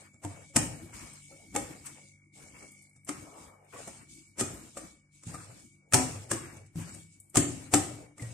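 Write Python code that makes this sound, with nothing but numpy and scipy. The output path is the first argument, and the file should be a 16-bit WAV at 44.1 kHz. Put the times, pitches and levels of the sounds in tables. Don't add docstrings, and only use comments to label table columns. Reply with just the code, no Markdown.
import sys
import numpy as np
from scipy import signal
from scipy.fft import rfft, irfft, next_fast_len
from scipy.io import wavfile
from scipy.ndimage import uniform_filter1d, map_coordinates

SR = 44100
rng = np.random.default_rng(int(sys.argv[2]) if len(sys.argv) > 2 else 0)


def pcm_store(signal):
    levels = np.round(np.clip(np.atleast_2d(signal), -1, 1) * 32767)
    wavfile.write(sys.argv[1], SR, levels.astype(np.int16).T)


def linear_from_db(decibels):
    return 10 ** (np.asarray(decibels, float) / 20)


N = 367353


def unit(x):
    return x / np.sqrt(np.mean(x ** 2) + 1e-20)


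def peak(x):
    return x / np.max(np.abs(x))


def along(points, hz):
    f, v = np.transpose(points)
    return np.interp(np.log(hz + 1), np.log(f + 1), v)


def wobble(rate):
    coarse = np.arange(0, N + 16, 16)
    knots = rng.standard_normal(int(N * rate / SR) + 5)
    return np.interp(np.arange(N), coarse, map_coordinates(knots, [coarse * rate / SR]))


def filtered(x, response):
    m = next_fast_len(x.shape[-1] + 8192)
    return irfft(rfft(x, m) * response(np.fft.rfftfreq(m, 1 / SR)), m)[..., :x.shape[-1]]


def resonance(hz, centre, width):
    return 1j * hz * width / (centre * centre - hz * hz + 1j * hz * width)


def causal(spectrum, size=1024):
    cepstrum = irfft(np.log(linear_from_db(along(spectrum, np.fft.rfftfreq(size, 1 / SR)))))
    cepstrum[1:size // 2] *= 2
    cepstrum[size // 2 + 1:] = 0
    h = irfft(np.exp(rfft(cepstrum)))[:size // 2]
    return h / np.linalg.norm(h)


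# pitch in Hz, left-right likeness from 0 to 1.
LIKENESS = [(60, 1), (250, 0.78), (1000, 0.063), (4000, 0.089), (12000, 0.062)]


def paired(two, spectrum):
    def turn(hz):
        return np.arccos(np.clip(along(LIKENESS, hz), -1, 1)) / 2

    def mix(hz):
        return linear_from_db(along(spectrum, hz)) * [np.cos(turn(hz)), np.sin(turn(hz))]

    mid, side = filtered(two, mix)
    return np.array([mid + side, mid - side])


# pitch in Hz, seconds to fall by 60 dB.
ROOM_DECAY = [(100, 0.99), (400, 0.33), (1100, 0.43), (3000, 0.5), (8000, 0.41), (14000, 0.33)]


def kitchen():
    hz, t, z = signal.stft(rng.standard_normal((2, SR // 2)), SR, nperseg=256)
    fading = z * linear_from_db(-60 * t / along(ROOM_DECAY, hz)[:, None])
    tail = signal.istft(fading, SR, nperseg=256)[1]
    rise = 1 - np.exp(-np.arange(tail.shape[1]) / SR / 0.0012)
    tail = paired(tail * rise, [(100, 0)])
    return tail / np.linalg.norm(tail[0])


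def effort(start, length, db, steady_db, sag_db, release_db, rest_db):
    settle_s, attack_s = 0.23, 0.035
    clock = np.arange(0, N / SR + .002, .001)
    t = np.maximum(clock - start[:, None], 0)
    settle = np.maximum(db - steady_db, 0)[:, None] * (1 - np.exp(-t / settle_s))
    release = release_db * np.maximum(t - length[:, None], 0)
    level = db[:, None] - settle - sag_db * t - release
    attack = attack_s * np.clip(linear_from_db(0.4 * (steady_db - db)), .4, 3)
    strokes_gain = linear_from_db(level) * np.clip(t / attack[:, None], 0, 1)
    power = np.sum(strokes_gain ** 2, axis=0) + linear_from_db(rest_db) ** 2
    return np.interp(np.arange(N) / SR, clock, np.sqrt(power))


def rubbing(spectrum, grain_db, lump_db, patchy_db):
    grains = rng.standard_normal((2, N)) * linear_from_db(grain_db * wobble(700))
    z = signal.stft(grains, nperseg=512)[2]
    patches = uniform_filter1d(rng.standard_normal(z.shape[1:]), size=5, axis=0)
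    patches = uniform_filter1d(patches, size=7, axis=1)
    grains = signal.istft(z * linear_from_db(patchy_db * unit(patches)), nperseg=512)[1][:, :N]
    lumps = linear_from_db(lump_db * (wobble(9.9) + wobble(35)))
    return unit(paired(grains, spectrum) * lumps)


# start in seconds, length in seconds, wire hiss in dB, push on the counter in dB.
SWEEPS = [(-.05, 0.065, -56, -55), (.25, 0.25, -57, -61.5), (0.567, 0.36, -56, -32.5),
          (0.929, 0.35, -47, -45.5), (1.26, 0.36, -59, -56.5), (1.573, 0.36, -55.5, -39.5),
          (1.884, 0.21, -57.5, -59.5), (2.322, 0.32, -56, -57), (2.553, 0.3, -58.5, -77),
          (3.079, 0.26, -55.5, -54.5), (3.347, 0.1, -56.5, -52), (3.664, 0.09, -62, -59),
          (3.754, 0.25, -48, -49.5), (4.074, 0.12, -54.5, -55.5), (4.19, 0.11, -64.5, -70),
          (4.399, 0.41, -52.5, -34.5), (4.762, 0.14, -55.5, -56.5), (5.102, 0.16, -63, -65.5),
          (5.246, 0.39, -49, -46), (5.64, 0.095, -66.5, -70), (5.946, 0.29, -39, -28.5),
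          (6.3, 0.28, -56.5, -51), (6.755, 0.26, -50.5, -39.5), (7.072, 0.079, -63, -79),
          (7.358, 0.3, -42, -39.5), (7.742, 0.25, -51, -42), (8.183, .2, -52.5, -53)]


def hissing():
    s, length, hiss_db, _ = np.transpose(SWEEPS)
    return effort(s, length, hiss_db, steady_db=-53.5, sag_db=16.5, release_db=151.5, rest_db=-87)


# multiple of the shaft speed, level in dB.
HUM = [(1, -83), (2, -70), (3, -67), (4, -72.5), (5, -81), (6, -81), (7, -84)]
# multiple of the shaft speed, level in dB, time it is strongest in seconds, seconds to be 6 dB down.
WHINE = [(43, -12, 2.2, 1.2), (44, -3, 2.3, 1.5), (45, -4, 1.8, 2.2), (46, 1.5, 4, 40), (47, -8, 4.5, 1.6)]
# time in seconds, level in dB.
WHINE_LEVEL = [(0, -72.5), (1.3, -70.5), (2.7, -72), (3.6, -74), (4.6, -76.5), (4.71, -80), (4.8, -73),
               (5.2, -79), (5.9, -76.5), (6.4, -80), (6.56, -73), (7.3, -76.5), (8.33, -72.5)]


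def fridge():
    turns = 49.08 * np.arange(N) / SR
    t = np.arange(N) / SR
    hum = 0
    for order, db in HUM:
        hum = hum + linear_from_db(db + 2 + 2.2 * wobble(7)) * np.sin(2 * np.pi * (order * turns + rng.random()))
    whine = 0
    for order, db, strongest, span in WHINE:
        load_db = np.maximum(-6 * ((t - strongest) / span) ** 2, -10)
        phase = order * turns + .1 * rng.random() + np.array([[.08], [-.08]])
        whine = whine + linear_from_db(db + 3.5 + load_db + 1.2 * wobble(11)) * np.sin(2 * np.pi * phase)
    air = np.array([wobble(129), wobble(129)])
    whine = whine + linear_from_db(-4.5 + 5.5) * air * np.sin(2 * np.pi * 46.3 * turns)
    s, db = np.transpose(WHINE_LEVEL)
    whine_db = np.interp(t, s, db) + 0.25 * (20 * np.log10(hissing()) + 57)
    flutter_db = .8 * wobble(27) + 1.5 * wobble(5)
    return hum * linear_from_db(0.57 * (whine_db + 75)) + whine * linear_from_db(whine_db + 3.5 + flutter_db)


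# start in seconds, length in seconds, level in dB.
FOLDS = [
    (.93, 0.16, -62),
    (3.223, 0.28, -56.5),
    (3.498, 0.12, -69),
    (5.96, 0.18, -49.5),
    (7.76, 0.19, -57),
]
# pitch in Hz, level in dB.
FOLD_COLOUR = [(300, -31), (420, -2), (700, 0.5), (900, -1), (1330, 0), (1450, -31.5)]


def folds():
    s, length, db = np.transpose(FOLDS)
    gain = effort(s, length, db, steady_db=-56, sag_db=11.5, release_db=144, rest_db=-100)
    return gain * rubbing(FOLD_COLOUR, grain_db=1.5, lump_db=1.6, patchy_db=1.5) * linear_from_db([[1.1], [-1.1]])


# start in seconds, length in seconds, scrape on glass (or upper bowl sound) in dB, drag of
# batter (or lower bowl sound) in dB.
RUBS = [(-.05, 0.11, -65.5, -65.5), (0.24, 0.18, -61.5, -57.5), (0.573, 0.34, -54, -46),
        (0.919, 0.23, -50, -65), (1.28, 0.17, -78, -64.5), (1.561, 0.21, -55, -48.5),
        (1.836, 0.052, -56.5, -63), (1.936, 0.049, -62, -63), (2.345, 0.17, -67, -62),
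        (2.53, 0.12, -59, -61.5), (2.758, 0.12, -82, -79.5), (5.796, 0.1, -92, -72.5),
        (7.12, 0.16, -96.5, -84), (3.07, 0.2, -56, -63), (3.297, 0.39, -69.5, -62),
        (3.718, 0.3, -56, -52.5), (4.397, 0.28, -59, -51.5), (4.762, 0.12, -63, -63),
        (5.269, 0.31, -58.5, -54), (5.95, 0.49, -39, -37), (6.311, 0.29, -51, -52),
        (6.766, 0.21, -58.5, -60), (7.358, 0.31, -50.5, -41.5), (7.737, 0.33, -56, -34.5),
        (8.178, 0.21, -65, -51)]
# pitch in Hz, level in dB.
HISS = [(1500, -43), (2500, -1), (4000, -1.5), (6000, -0.5), (8000, -1.5), (10500, -9), (13000, -27),
        (16000, -28.5)]
SCRAPE = [(600, -32), (950, 1), (1300, 0), (1900, -2), (2700, -3.5), (4000, -25.5)]
DRAG = [(280, -26), (390, 2.5), (540, 4), (740, 2), (870, 0.5), (1100, -35.5)]
PUSH = [(25, -23), (55, -3), (110, -6), (200, -7), (330, -4), (450, -36)]


def strokes():
    s, length, _, push_db = np.transpose(SWEEPS)
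    rock = effort(s, length, push_db, steady_db=-54.5, sag_db=12.5, release_db=68.5, rest_db=-69)
    s, length, scrape_db, drag_db = np.transpose(RUBS)
    glass = effort(s, length, scrape_db, steady_db=-62.5, sag_db=17.5, release_db=214.5, rest_db=-89.0)
    batter = effort(s, length, drag_db, steady_db=-61.5, sag_db=17.5, release_db=196.0, rest_db=-89.5)
    hiss = linear_from_db(-5.5) * hissing() * rubbing(HISS, grain_db=1.5, lump_db=0.58, patchy_db=2.5)
    scrape = linear_from_db(2.5) * glass * rubbing(SCRAPE, grain_db=1.5, lump_db=1.8, patchy_db=2.0)
    drag = linear_from_db(0.9) * batter * rubbing(DRAG, grain_db=2.5, lump_db=1.78, patchy_db=2.5)
    push = linear_from_db(-3.5) * rock * rubbing(PUSH, grain_db=2.0, lump_db=3.0, patchy_db=2.5)
    return hiss + (scrape + drag) * linear_from_db([[1.1], [-1.1]]) + push


# time in seconds, pitch in Hz, level in dB, seconds
# to fall by 60 dB.
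SHORT_TONES = [(7.738, 303, -16, 0.071), (7.372, 300, -15.5, 0.11), (1.4, 698, -56.5, 0.11),
               (1.312, 550, -50.5, 0.17), (1.322, 1320, -59, .06), (1.1, 1400, -63, 0.042),
               (3.092, 1225, -28.5, 0.02), (5.945, 850, -21, 0.11), (3.76, 1130, -43, 0.1),
               (4.77, 552, -33.5, 0.04), (4.77, 1210, -35, 0.025), (5.343, 1200, -39.5, 0.081),
               (5.885, 6950, -77, .1), (8.196, 2060, -39, 0.029), (8.228, 1904, -48.5, 0.12),
               (.248, 299, -33.5, 0.14), (.248, 704, -39, .1), (.247, 905, -37, 0.073), (.5, 555, -61, .3),
            (.563, 680, -36, 0.091), (.57, 320, -34, .15), (1.55, 787, -35, .05),
            (1.561, 300.4, -29.5, 0.16), (1.561, 497, -25.5, 0.048), (1.561, 805, -26, 0.073),
            (1.561, 1250, -31.5, 0.052), (1.561, 2205, -36.5, 0.081), (6.314, 353, -27.5, 0.076),
            (6.314, 545, -28, 0.036), (6.314, 1107, -25, 0.032), (6.314, 1665, -21.5, 0.021),
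            (6.332, 349, -26.5, 0.083), (7.356, 752, -23.5, 0.033), (7.356, 1230, -22.5, 0.032),
            (7.371, 370, -18, 0.084), (7.372, 691, -28, 0.12), (7.44, 289, -32, 0.25),
            (7.738, 518, -19, 0.039), (7.738, 706, -20, 0.043), (7.738, 1230, -23.5, 0.037),
            (7.755, 300, -21, 0.2), (8.18, 1220, -53.5, .04), (8.22, 114, -33, 0.34),
            (8.225, 507, -41, 0.053),
               (.568, 915, -33, .12), (.568, 581, -35, .08), (5.924, 1800, -30, .015),
             (5.924, 2300, -32.5, .012), (5.95, 743, -31, .3), (5.95, 258, -28, 0.36),
             (5.95, 991, -32.5, .3), (5.945, 124, -23, .14), (5.945, 1340, -29, .08), (7.38, 264, -29, .4),
             (7.745, 1340, -32, 0.062), (7.745, 786, -31.5, .2), (7.74, 380, -19.5, .06),
             (1.132, 8200, -50, 0.019), (5.348, 8200, -49, .03), (4.41, 376, -27, .1),
             (4.41, 300, -32, .12), (2.03, 550, -66, .4), (5.95, 2297, -38, .25)]


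def smacks():
    out, t = np.zeros((2, N + SR)), np.arange(SR // 4) / SR
    for s, hz, db, t60 in SHORT_TONES:
        lag, lean = rng.standard_normal(2)
        side = np.array([[.5], [-.5]]) * min(hz / 600, 1)
        tone = np.sin(2 * np.pi * hz * t + 0.9 * lag * side) * (1 - np.exp(-t / 0.00074))
        at = round(s * SR)
        out[:, at:at + len(t)] += linear_from_db(db + 2.5 * lean * side - 60 * t / t60) * tone
    room = signal.fftconvolve(out[:1], kitchen(), axes=1)[:, :N]
    return out[:, :N] + linear_from_db(-5.0) * room


# time in seconds, level in dB, direction of the push, left over right in dB.
CRACKS = [(0.5646, -18, 1, -4.5), (.567, -15, -1, 4), (1.5644, -29, -1, -1.5), (4.411, -23, -1, 1),
          (5.9353, -11, 1, 0), (5.943, -8, -1, 1), (5.355, -34.5, 1, 0), (1.5527, -28, 1, 0),
          (7.358, -20, 1, 2), (7.3703, -11.5, 1, 3), (7.7386, -7, 1, 2)]
# pitch in Hz, level in dB.
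CRACK_COLOUR = [(150, -16), (500, -3.5), (1500, -1), (3000, -6), (6000, -6.5), (10000, -10), (15000, -22)]


def cracks():
    push = np.zeros((2, N))
    for s, db, way, pan_db in CRACKS:
        push[:, round(s * SR)] = np.sign(way) * linear_from_db([db + pan_db / 2, db - pan_db / 2])
    click = signal.fftconvolve(push, peak(causal(CRACK_COLOUR))[None], axes=1)[:, :N]
    return click + linear_from_db(-8) * signal.fftconvolve(click[:1], kitchen(), axes=1)[:, :N]


# time in seconds, tick in dB, bowl knock in dB, counter thump in dB, slide-in in dB.
HITS = [(.141, -53, -7, 2, -4), (0.2396, -40, -2, -12, -2.5), (0.2476, -32, -6, 0.5, -21),
        (0.5598, -14, -8.5, -7, -22), (0.5637, -10, -13.5, -32, -43), (1.5497, -33.5, 7, -20, -22),
        (1.5609, -18, -11, -21.5, -17.5), (3.0902, -24, -6, -45, -9), (4.404, -24.5, -12, -11, 4.5),
        (4.4084, -19.5, -5, -7, -29), (5.3439, -38, 2, -1.5, -5), (5.9234, -27, -4, -26, -40),
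        (5.9347, -10, -8, -14, -30), (5.9418, -6, -15.5, -21.5, -22), (6.3137, -17.5, -9, -12.5, -11),
        (6.332, -27, -6.5, -6.5, -29), (6.7565, -44, 1, 16.5, -9), (6.946, -40, -15, -15, -2.5),
        (7.3435, -38.5, -2, -11, -23.5), (7.349, -27.5, -9.5, -21, -35), (7.3557, -17, -7, -19, -24),
        (7.37, -9, -10.5, -10, -16), (7.737, -12, -4, -11.5, -14), (7.741, -10, -16, -34, -40)]
# time in seconds, tick in dB, bowl knock in dB, counter thump in dB, rise in milliseconds.
BUMPS = [(.932, -47, -15, -9.5, 9.9), (1.133, -48, -37, -32.5, 5.7), (1.8546, -38, -33, -27.5, 6.3),
         (1.861, -36, -27, -19, 7.5), (2.957, -56, -9, 3, 8), (3.07, -51, -12, -26.5, 5.6),
         (3.385, -53, -6.5, -23, 1.9), (3.739, -48, 2, -1.5, 7.4), (3.871, -39.5, 2, -7, 7.5),
         (4.379, -45.5, 6, -18, 6.3), (4.768, -35.5, -2, -31, 8.6), (5.2339, -44, -6.5, -25.5, 2.7),
         (5.268, -46.5, -18.5, 16, 5.4), (5.9158, -50, -32.5, 3, 0.87), (6.565, -47.5, -22.5, 5, 5),
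         (6.66, -55, -23, -0.5, 5.5), (8.1797, -44, -7, -15, 2.1), (8.222, -37, -9.5, -3.5, 2.2),
         (.551, -37.5, 2, -25, 6),
    (1.541, -42, 4, -24, 5.5),
    (2.622, -50, 2, -16, 5.3),
    (4.37, -51, 2, -26.5, 5),
    (4.392, -30, -5.5, -25, 4),
    (7.717, -40.5, 1.5, -25, 6.2),
]
# time in seconds, tick in dB.
WIRE_TICKS = [(.42, -55), (1.403, -55), (2.717, -47.5), (2.82, -51), (2.8935, -57.5), (2.93, -62),
              (3.0462, -46.5), (4.116, -55), (4.15, -53), (3.645, -60), (5.72, -63), (7.199, -43),
              (7.2966, -48.5)]


def contacts():
    hard = [(*row, 1.92, slide_db) for *row, slide_db in HITS]
    soft = [(*row, -9) for row in BUMPS]
    wire_on_wire = [(s, db, -38.5, -20, 3.1, -23) for s, db in WIRE_TICKS]
    return hard + soft + wire_on_wire


def ring(modes, t, scatter_db, spread):
    hz, db, t60 = np.transpose(modes)[:, :, None]
    luck = rng.standard_normal((4, len(modes), 1))
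    level = linear_from_db(db + scatter_db * luck[0] - 60 * t / t60)
    tones = level * np.sin(2 * np.pi * hz * (1 + 0.019 * luck[1]) * t)
    return peak(np.sum(tones * (1 + spread * luck[2:]), axis=1))


# pitch in Hz, level in dB, seconds to fall by 60 dB.
BOWL = [(306.8, -4.5, 0.13), (384, -4, 0.077), (500, -13.5, 0.029), (559, -10, 0.12), (676, -7, 0.067),
        (740, -3.5, 0.029), (849.5, -7.5, 0.068), (1070, -6, 0.026), (1230, -6.5, 0.032),
        (1280, -13.5, 0.068), (1848, -9.5, 0.041), (1994, -13.5, 0.008), (2260, -12.5, 0.013)]
COUNTER = [(101, -10, 0.35), (122, 3.5, 0.12), (157.6, -4, 0.13), (231, -6.5, 0.1)]
# pitch in Hz, level in dB.
TICK_COLOUR = [(600, -25), (1500, -3), (2500, -2.5), (3900, -10.5), (5500, -5.5), (8000, -5.5),
               (11000, -12.5), (15000, -28.5)]
CLACK_COLOUR = [(120, -33), (300, -3.5), (500, -1), (800, -6.5), (1300, -12.5), (2400, -16.5), (4000, -28)]


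def blows():
    before = SR // 20
    t = np.arange(-before, SR // 6) / SR
    after = np.maximum(t, 0)
    out = np.zeros((2, N + 2 * SR))
    bright, dull = causal(TICK_COLOUR)[None], causal(CLACK_COLOUR)[None]
    tails = [kitchen() for _ in range(6)]
    for k, (s, db, knock_db, thump_db, rise_ms, slide_db) in enumerate(contacts()):
        rise = max(rise_ms, .3) / 1000
        slide = linear_from_db(slide_db + 930 * t) * (t < 0) * np.clip((t + 0.028) / 0.0071, 0, 1)
        since = np.maximum(t - rise, 0)
        blow = linear_from_db(-60 * since / (0.0094 + 5 * rise))
        bounces = linear_from_db(-12.5 - 60 * since / 0.15)
        press = np.clip(t / rise, 0, 1) ** 0.58 * (blow + bounces)
        force = rng.standard_normal((5, len(t))) * (slide + press)

        rattle = np.array([force[0], .5 * force[0] + 2.8 * force[1]])
        tick = signal.fftconvolve(rattle, bright, axes=1)[:, :len(t)]
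        thin = np.clip((-knock_db - 28.0) / 8, 0, 1)
        tick = (1 - thin) * tick + thin * np.diff(tick, 4, prepend=0 * tick[:, :4])
        tick = tick * np.linalg.norm(slide + press) / np.linalg.norm(tick, axis=1, keepdims=True)
        tick = linear_from_db(db - 13.0) * tick

        bowl = ring(BOWL, t[before:], scatter_db=4.0, spread=0.51)
        glass = signal.fftconvolve(bowl, force[2:3], axes=1)[:, :len(t)]
        clack = signal.fftconvolve(force[3] + 0.93 * force[3:][::-1], dull, axes=1)[:, :len(t)]
        knock = peak(peak(glass) + linear_from_db(-2) * peak(clack))
        knock = linear_from_db(db + knock_db + 2.5) * knock * linear_from_db([[1.5], [-1.5]])

        counter = ring(COUNTER, after, scatter_db=4.0, spread=0.21)
        thump = linear_from_db(db + thump_db) * peak(counter * (1 - np.exp(-after / 0.0056)))

        at = round(s * SR) - before
        out[:, at:at + len(t)] += tick + knock + thump
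        sent = linear_from_db(-5.0) * tick[:1] + linear_from_db(-3.5) * knock[:1] + linear_from_db(-6.0) * thump[:1]
        wet = signal.fftconvolve(sent, tails[k % len(tails)], axes=1)
        out[:, at:at + wet.shape[1]] += wet
    return out[:, :N]


# pitch in Hz, width in Hz, level in dB.
WIRE_LOOPS = [(5600, 110, -2.5), (6380, 90, -1.5), (7150, 60, 1), (7410, 41, 3.5), (7850, 50, 2),
              (8300, 60, 2), (8600, 70, -0.5), (9050, 53, 0), (9500, 68, -2)]


def wires(x):
    return filtered(x, lambda f: 0.88 + sum(linear_from_db(db) * resonance(f, c, w) for c, w, db in WIRE_LOOPS))


def scene():
    return fridge() + folds() + strokes() + smacks() + cracks() + wires(blows()) / 0.94


# pitch in Hz, width in Hz, level in dB.
PORTS = [
    (8410, 1295, 13),
    (7370, 1300, 6.5),
]
# pitch in Hz, left over right in dB.
LEAN = [(100, .5), (250, 4), (450, 1.5), (800, -.5), (2400, 1.5), (4500, -1.5), (8000, -1.5), (13000, 5.5)]


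def microphones(dry):
    def response(hz):
        whistle = np.array([1 + linear_from_db(db) * resonance(hz, c, w) for c, w, db in PORTS])
        balance = linear_from_db(along(LEAN, hz) * [[.5], [-.5]])
        return whistle * balance / (1 + (47 / (hz + 1)) ** 4)

    return np.clip(filtered(dry, response), -.95, .95)


# pitch in Hz, level in dB.
FAINTEST = [(400, -125), (1000, -114), (2750, -102), (3400, -119), (3900, -111), (4500, -118), (7000, -114),
            (11000, -104), (13800, -101), (14400, -67.5)]


def muted(x, margin_db, depth_db):
    hz, _, z = signal.stft(x, SR, nperseg=2048)
    power = np.abs(uniform_filter1d(np.mean(np.abs(z) ** 2, axis=0), size=3, axis=1))
    band = np.arange(len(hz)) // 8
    level = 10 * np.log10(np.add.reduceat(power, np.arange(0, len(hz), 8)) / 8 + 1e-20)[band]
    around = 10 * np.log10(np.abs(uniform_filter1d(power, size=200, axis=0)) + 1e-20)
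    around = around - margin_db - 40 * (hz < 2450)[:, None]
    around = around + 2.2 * (np.abs(hz - 3600) < 1100)[:, None]

    mood = 4 * rng.standard_normal((band[-1] + 1, z.shape[2] // 4 + 1))
    mood = mood[band][:, np.arange(z.shape[2]) // 4]
    total = 10 * np.log10(power[len(hz) // 16:].sum(axis=0) + 1e-20)
    mood = mood - 3 * np.maximum(total - np.roll(total, 3) - 6, 0)

    beside = (np.abs(hz - 2070) < 50) | (np.abs(hz - 2480) < 55)
    whine_level = level[np.argmin(np.abs(hz - 2258))]
    around = np.where(beside[:, None], np.maximum(around, whine_level - 10), around)

    floor = along(FAINTEST, hz)[:, None] + np.maximum(mood, -6)
    excess = level - np.maximum(floor, around + mood)
    gain = linear_from_db(-depth_db / (1 + np.exp(np.clip(excess / 0.14, -30, 30))))
    top = (hz < 15800)[:, None]
    return signal.istft(z * top * gain, SR, nperseg=2048)[1][:, :N]


def low_pass(x):
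    return signal.sosfilt(signal.butter(12, 15790, fs=SR, output="sos"), x)


def record(dry):
    mix = muted(microphones(dry), margin_db=9.5, depth_db=28)
    return low_pass(mix)


dry = scene()
out = record(dry)
pcm_store(out)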